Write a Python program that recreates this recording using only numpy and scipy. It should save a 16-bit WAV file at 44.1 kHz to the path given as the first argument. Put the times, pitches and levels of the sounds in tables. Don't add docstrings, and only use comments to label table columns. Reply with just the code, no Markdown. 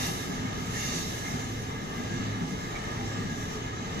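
import sys
import numpy as np
from scipy import signal
from scipy.fft import rfft, irfft, next_fast_len
from scipy.io import wavfile
from scipy.ndimage import uniform_filter1d, map_coordinates

SR = 44100
rng = np.random.default_rng(int(sys.argv[2]) if len(sys.argv) > 2 else 0)


def generate_wav(signal):
    frames = np.transpose(np.atleast_2d(signal))
    scaled = np.clip(frames, -1, 1) * 32767
    pcm = np.round(scaled).astype(np.int16)
    wavfile.write(sys.argv[1], SR, pcm)


N = 176400


def amp(db):
    return 10 ** (np.asarray(db) / 20)


def unit(x):
    return x / np.sqrt(np.mean(x ** 2) + 1e-20)


def seconds():
    return np.arange(N) / SR


def curves(rows):
    times, *columns = np.transpose(rows)
    return [np.interp(seconds(), times, column) for column in columns]


def swell(peak_s, spread_s):
    return np.exp(-.5 * ((seconds() - peak_s) / spread_s) ** 2)


def wobble(per_s):
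    return map_coordinates(rng.standard_normal(N // 100), [np.arange(N) * per_s / SR], mode="wrap")


def frequencies():
    return np.fft.rfftfreq(2 * next_fast_len(N // 2 + 4096), 1 / SR)


def colour(points):
    hz, db = np.transpose(points)
    return amp(np.interp(np.log(frequencies() + 1), np.log(hz + 1), db))


def resonance(hz, width_hz):
    return 1 / (1 + ((frequencies() - hz) / width_hz) ** 2)


def white_spectra(count):
    shape = (count, len(frequencies()))
    return rng.standard_normal(shape) + 1j * rng.standard_normal(shape)


def patchy(x, depth_db):
    bands = signal.stft(x, nperseg=1024)[2]
    patches = uniform_filter1d(rng.standard_normal(bands.shape[1:]), size=5, axis=0)
    patches = uniform_filter1d(patches, size=8, axis=1)
    return unit(signal.istft(bands * amp(depth_db * unit(patches)), nperseg=1024)[1][:, :N])


# right_end_ms, ahead_ms, half_left_ms, left_end_ms
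LEFT_LEADS_MS = [-.465, .03, .27, .48]
# right_end_db, ahead_db, half_left_db, left_end_db, scattered_db
BODY_DIRECTIONS = [0, -5, -4, -3.5, -11]
FRAME_DIRECTIONS = [-6, 0, -3, -5, -12]
HISS_DIRECTIONS = [-5, -16, -11, -11, 0]
FIZZ_DIRECTIONS = [-14, -20, -18, -12, 0]
RING_DIRECTIONS = [0, -3, -5, -3, -1]
ROAR_DIRECTIONS = [0, -20, -10, -3.5, -10]


def track_noise(tone_filter, directions_db):
    pair = amp(directions_db[-1]) * white_spectra(2)
    for lead_ms, db, noise in zip(LEFT_LEADS_MS, directions_db, white_spectra(len(LEFT_LEADS_MS))):
        shift_s = lead_ms / 1000 * np.array([[.5], [-.5]])
        pair += amp(db) * noise * np.exp(2j * np.pi * frequencies() * shift_s)
    return unit(irfft(pair * tone_filter)[:, :N])


def random_direction():
    return rng.choice(LEFT_LEADS_MS) / 1000 * np.array([[.5], [-.5]])


def wavering_tone(hz, width_hz, per_s):
    shift_s = random_direction()
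    cycles = np.cumsum(hz + width_hz / 2 * wobble(per_s)) / SR
    return unit(np.sin(2 * np.pi * (cycles + hz * shift_s)))


# frequency_hz, level_db
GROUND_COLOUR = [(12, -40), (26, -14), (36, 7.5), (55, -3.5), (80, 6), (130, -7), (300, -47)]
BODY_COLOUR = [(40, -30), (80, -8.5), (125, 1.5), (150, 1.5), (178, 1.5), (208, -1.5), (250, 3),
               (275, -0.5), (310, -9.5), (600, -51)]
FRAME_COLOUR = [(200, -0.5), (290, -7), (340, 0.5), (390, -3), (435, 1), (475, -3), (520, -16), (900, -43)]
# time_s, level_db
BODY_LEVELS = [(0, -38.5), (.6, -37.5), (1.0, -38), (1.45, -38), (1.7, -39), (2.0, -39), (2.25, -37),
               (2.55, -38), (2.8, -41.5), (3.0, -38.5), (3.3, -38), (3.5, -39), (3.85, -39), (4.0, -38.5)]


def wagon_rumble(ground_db=-47.5, body_gain_db=-1, frame_db=-41):
    body_db, = curves(BODY_LEVELS)
    ground = amp(ground_db) * unit(irfft(white_spectra(1) * colour(GROUND_COLOUR))[:, :N])
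    bodies = amp(body_db + body_gain_db) * track_noise(colour(BODY_COLOUR), BODY_DIRECTIONS)
    frames = amp(frame_db + 0.83 * wobble(15)) * track_noise(colour(FRAME_COLOUR), FRAME_DIRECTIONS)
    return ground + bodies + frames


# time_s, level_db
DRONE_LEVELS = [(0, -37.5), (.22, -47), (.42, -40), (.6, -43), (.76, -40.5), (1.0, -52), (1.15, -41),
                (1.3, -47), (1.47, -38), (1.7, -43), (1.95, -54), (2.1, -38), (2.33, -34), (2.45, -49),
                (2.85, -48), (3.08, -33), (3.3, -38), (3.5, -51), (3.78, -36.5), (4, -52)]


def sleeper_drone(pitch_hz=111.3, width_hz=13.3, gain_db=-2):
    level_db, = curves(DRONE_LEVELS)
    phase = 2 * np.pi * np.cumsum(pitch_hz + width_hz / 2 * wobble(25)) / SR
    flutter = amp(2.2 * wobble(16))
    return amp(level_db + gain_db) * unit(flutter * np.sin(phase))


# peak_s, spread_s, level_db
RATTLE_BURSTS = [(2.98, 0.052, -46)]
# frequency_hz, level_db
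RATTLE_COLOUR = [(450, -22), (600, -2), (800, 2), (1050, -4), (1250, 6), (1450, -10), (1750, 2), (2200, -3),
                 (3000, -20), (8000, -45)]


def loose_gear_rattle(knocks_per_s=46, decay_s=0.0055):
    knocks = (rng.random(N) < knocks_per_s / SR) * 1.
    clanks = unit(signal.lfilter([1], [1, -np.exp(-1 / (decay_s * SR))], knocks))
    burst = sum(amp(db) * swell(peak_s, spread_s) for peak_s, spread_s, db in RATTLE_BURSTS)
    return burst * clanks * track_noise(colour(RATTLE_COLOUR), RING_DIRECTIONS)


# peak_s, spread_s, pitch_hz, level_db
WAGON_HUMS = [(0.02, 0.023, 247.4, -38), (0.316, 0.035, 253.5, -39), (0.451, 0.022, 256.8, -36),
              (2.0, 0.03, 239.4, -38), (2.466, 0.05, 257.8, -39.5), (2.994, 0.022, 245, -37),
              (0.154, 0.11, 365, -46), (2.144, 0.028, 346, -43.5), (3.57, 0.018, 429, -42)]


def wagon_hums():
    return sum(amp(db) * swell(peak_s, spread_s) * wavering_tone(hz, width_hz=14.1, per_s=30)
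               for peak_s, spread_s, hz, db in WAGON_HUMS)


# peak_s, spread_s, pitch_hz, width_hz, level_db
WHEEL_SQUEAKS = [(.04, 0.033, 1990, 220, -44), (0.767, 0.027, 1797, 109.4, -40.5),
                 (.865, .02, 2110, 70, -45), (1.272, 0.024, 2100, 80, -42.5), (2.004, 0.022, 2100, 90, -46),
                 (2.763, 0.015, 2230, 110, -41), (3.03, 0.045, 798, 30, -44)]


def wheel_squeaks(noise_share=0.77):
    out = np.zeros((2, N))
    for peak_s, spread_s, hz, width_hz, db in WHEEL_SQUEAKS:
        tone = np.sqrt(1 - noise_share) * wavering_tone(hz, width_hz, per_s=250)
        scrape = np.sqrt(noise_share) * track_noise(resonance(hz, width_hz), ROAR_DIRECTIONS)
        out += amp(db) * swell(peak_s, spread_s) * (tone + scrape)
    return out


# time_s, level_db
BOGIE_PASSES = [(.04, -50.5), (.9, -47), (2.2, -58.5)]
# pitch_hz, width_hz, level_db, delay_s
BOGIE_NOTES = [(1230, 60, -3, -.06), (1700, 51, -6, -0.036), (1870, 150, -2, -0.06),
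               (2135, 55, -2.5, -0.046), (2780, 71, 2.5, -0.025), (3650, 70, 2.5, 0.0016),
               (3865, 36, 0, 0.087), (4490, 140, 1, 0.027), (5690, 130, 1.5, 0.0069),
               (6680, 330, 1.5, -0.046)]


def rough_bogies(spread_s=0.088):
    out = np.zeros((2, N))
    for hz, width_hz, note_db, delay_s in BOGIE_NOTES:
        passing = sum(amp(db + note_db) * swell(time_s + delay_s, spread_s)
                      for time_s, db in BOGIE_PASSES)
        out += passing * track_noise(resonance(hz, width_hz), HISS_DIRECTIONS)
    return out


# time_s, hiss_db, fizz_db
HISS_LEVELS = [(0.0, -41, -48), (0.07, -38.5, -46.5), (.13, -45, -49.5), (0.27, -48, -55.5),
               (0.48, -50.5, -65), (0.65, -49.5, -59), (0.78, -42.5, -51), (1.0, -41.5, -49.5),
               (1.12, -45, -53), (1.4, -47.5, -57), (1.78, -53.5, -64.5), (1.96, -52, -61.5),
               (2.18, -49, -65), (2.4, -53, -65), (2.56, -51, -63), (3.3, -50, -64), (3.42, -48.5, -57),
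               (3.55, -50, -62.5), (3.72, -54.5, -72), (4.0, -49.5, -62)]
# frequency_hz, level_db
HISS_COLOUR = [(900, -4.5), (1450, -12), (1700, -1.5), (2500, 0), (2950, -0.5), (3150, 2), (3430, -3.5),
               (3600, 3.5), (4000, 2.5), (4300, -2.5), (4800, 1), (5250, 1.5), (5750, 5), (6600, 4),
               (7300, 0.5), (7850, -2.5), (8100, -35), (12000, -52)]
FIZZ_COLOUR = [(6500, -30), (8300, 0.5), (9050, 3), (9450, 7.5), (10100, 3.5), (11500, 6), (13000, 4),
               (14300, -1.5)]


def steel_hiss(hiss_gain_db=4, fizz_gain_db=3):
    hiss_db, fizz_db = curves(HISS_LEVELS)
    flutter = amp(0.61 * wobble(29.86))
    hiss = patchy(track_noise(colour(HISS_COLOUR), HISS_DIRECTIONS), depth_db=2)
    fizz = patchy(track_noise(colour(FIZZ_COLOUR), FIZZ_DIRECTIONS), depth_db=3)
    return flutter * (amp(hiss_db + hiss_gain_db) * hiss + amp(fizz_db + fizz_gain_db) * fizz)


# start_s, pitch_hz, level_db
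WAGON_JOLTS = [(0.075, 169, -32.5), (.295, 189.7, -32.5), (.44, 182, -34), (.61, 150, -39),
               (1.335, 167.5, -31), (2.105, 149, -33), (2.2, 200.6, -36), (2.28, 182.4, -35.5),
               (2.411, 165.4, -28), (2.515, 199.5, -32.5), (2.975, 190.4, -38), (3.17, 170.3, -33.5),
               (3.235, 190, -34), (3.3, 152, -39), (3.955, 205, -34)]
# pitch_ratio, level_db
THUD_NOTES = [(.68, -10), (1, 0), (1.4, -5.5), (2.25, -10)]


def wagon_thuds(rise_s=0.013, wander_hz=12):
    out = np.zeros((2, N + SR))
    t = np.arange(SR // 4) / SR
    envelope = t / rise_s * np.exp(1 - t / rise_s)
    for start_s, hz, db in WAGON_JOLTS:
        start = round(start_s * SR)
        for ratio, note_db in THUD_NOTES:
            shift_s = random_direction()
            wander = np.interp(t, np.linspace(0, t[-1], 16), rng.standard_normal(16))
            cycles = hz * ratio * (t + shift_s) + wander_hz * np.cumsum(wander) / SR + rng.random()
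            out[:, start:start + len(t)] += amp(db + note_db) * envelope * np.sin(2 * np.pi * cycles)
    return out[:, :N]


def wheel_drift(pair, pitch_share=.007, per_s=5):
    position = np.arange(N) + np.cumsum(pitch_share * wobble(per_s))
    return np.array([map_coordinates(side, [position], order=1, mode="mirror") for side in pair])


# time_s, level_db
ROLLING_LEVELS = [(0, -42.5), (.15, -44), (.68, -45), (.87, -44.5), (1.08, -45.5), (1.3, -45),
                  (1.72, -46.5), (2.0, -45.5), (2.25, -44.5), (2.6, -46), (2.85, -45), (3.02, -45),
                  (3.16, -45), (3.3, -45.5), (3.52, -47), (3.85, -44.5), (4.0, -43.5)]
# frequency_hz, level_db
ROAR_COLOUR = [(250, -46), (520, -1), (760, 2.5), (900, 2), (1020, 1.5), (1110, -3.5), (1330, -7.5),
               (1450, -6.5), (1850, -5), (2300, -9.5), (3050, -7), (3400, -7.5), (4000, -15), (5000, -19.5),
               (9000, -62)]
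# pitch_hz, width_hz, level_db
WHEEL_NOTES = [(812, 90, -3), (1224.6, 92, 2.5), (1669, 42, 4), (1794, 96, -2), (2075, 55, -1),
               (2145, 29, 0), (2946, 79, -7.5), (3560, 49, -14), (3746, 37, -8.5), (3930, 43, -9),
               (4280, 13, -10), (5980, 33, -14), (6830, 26, -14)]


def rolling_wheels(roar_gain_db=3, ring_gain_db=2.5):
    level_db, = curves(ROLLING_LEVELS)
    roar_level = amp(roar_gain_db + 0.89 * wobble(15))
    roar = roar_level * patchy(track_noise(colour(ROAR_COLOUR), ROAR_DIRECTIONS), depth_db=1)
    ring = np.zeros((2, N))
    for hz, width_hz, db in WHEEL_NOTES:
        note_level = amp(db + 2.1 * wobble(14)) * np.sqrt(width_hz)
        ring += note_level * track_noise(resonance(hz, width_hz), RING_DIRECTIONS)
    return amp(level_db) * (roar + amp(ring_gain_db) * unit(wheel_drift(ring)))


def scene():
    background = wagon_rumble() + sleeper_drone() + loose_gear_rattle() + wagon_hums()
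    scraping = wheel_squeaks() + rough_bogies() + steel_hiss()
    return background + scraping + wagon_thuds() + rolling_wheels()


# frequency_hz, left_minus_right_db
MICROPHONE_BALANCE = [(60, 1), (150, -1.5), (205, 8), (260, -4.5), (320, -5), (440, -1), (530, 2.5),
                      (650, 2), (1250, 1), (1700, 0.5), (2200, -1.5), (2700, -1), (3500, 1), (4300, -2),
                      (5100, -2.5), (5900, -4.5), (6600, -7.5), (7400, 2), (8400, 6.5), (10000, 5),
                      (13000, 0.5)]


def record(dry, low_cut_hz=14, top_hz=14280):
    hz = frequencies()
    tilt = np.sqrt(colour(MICROPHONE_BALANCE))
    passband = hz ** 2 / np.hypot(hz ** 2, low_cut_hz ** 2) * (hz < top_hz)
    spectrum = rfft(dry, 2 * (len(hz) - 1))
    return irfft(spectrum * np.array([tilt, 1 / tilt]) * passband)[:, :N]


dry = scene()
out = record(dry)
generate_wav(out)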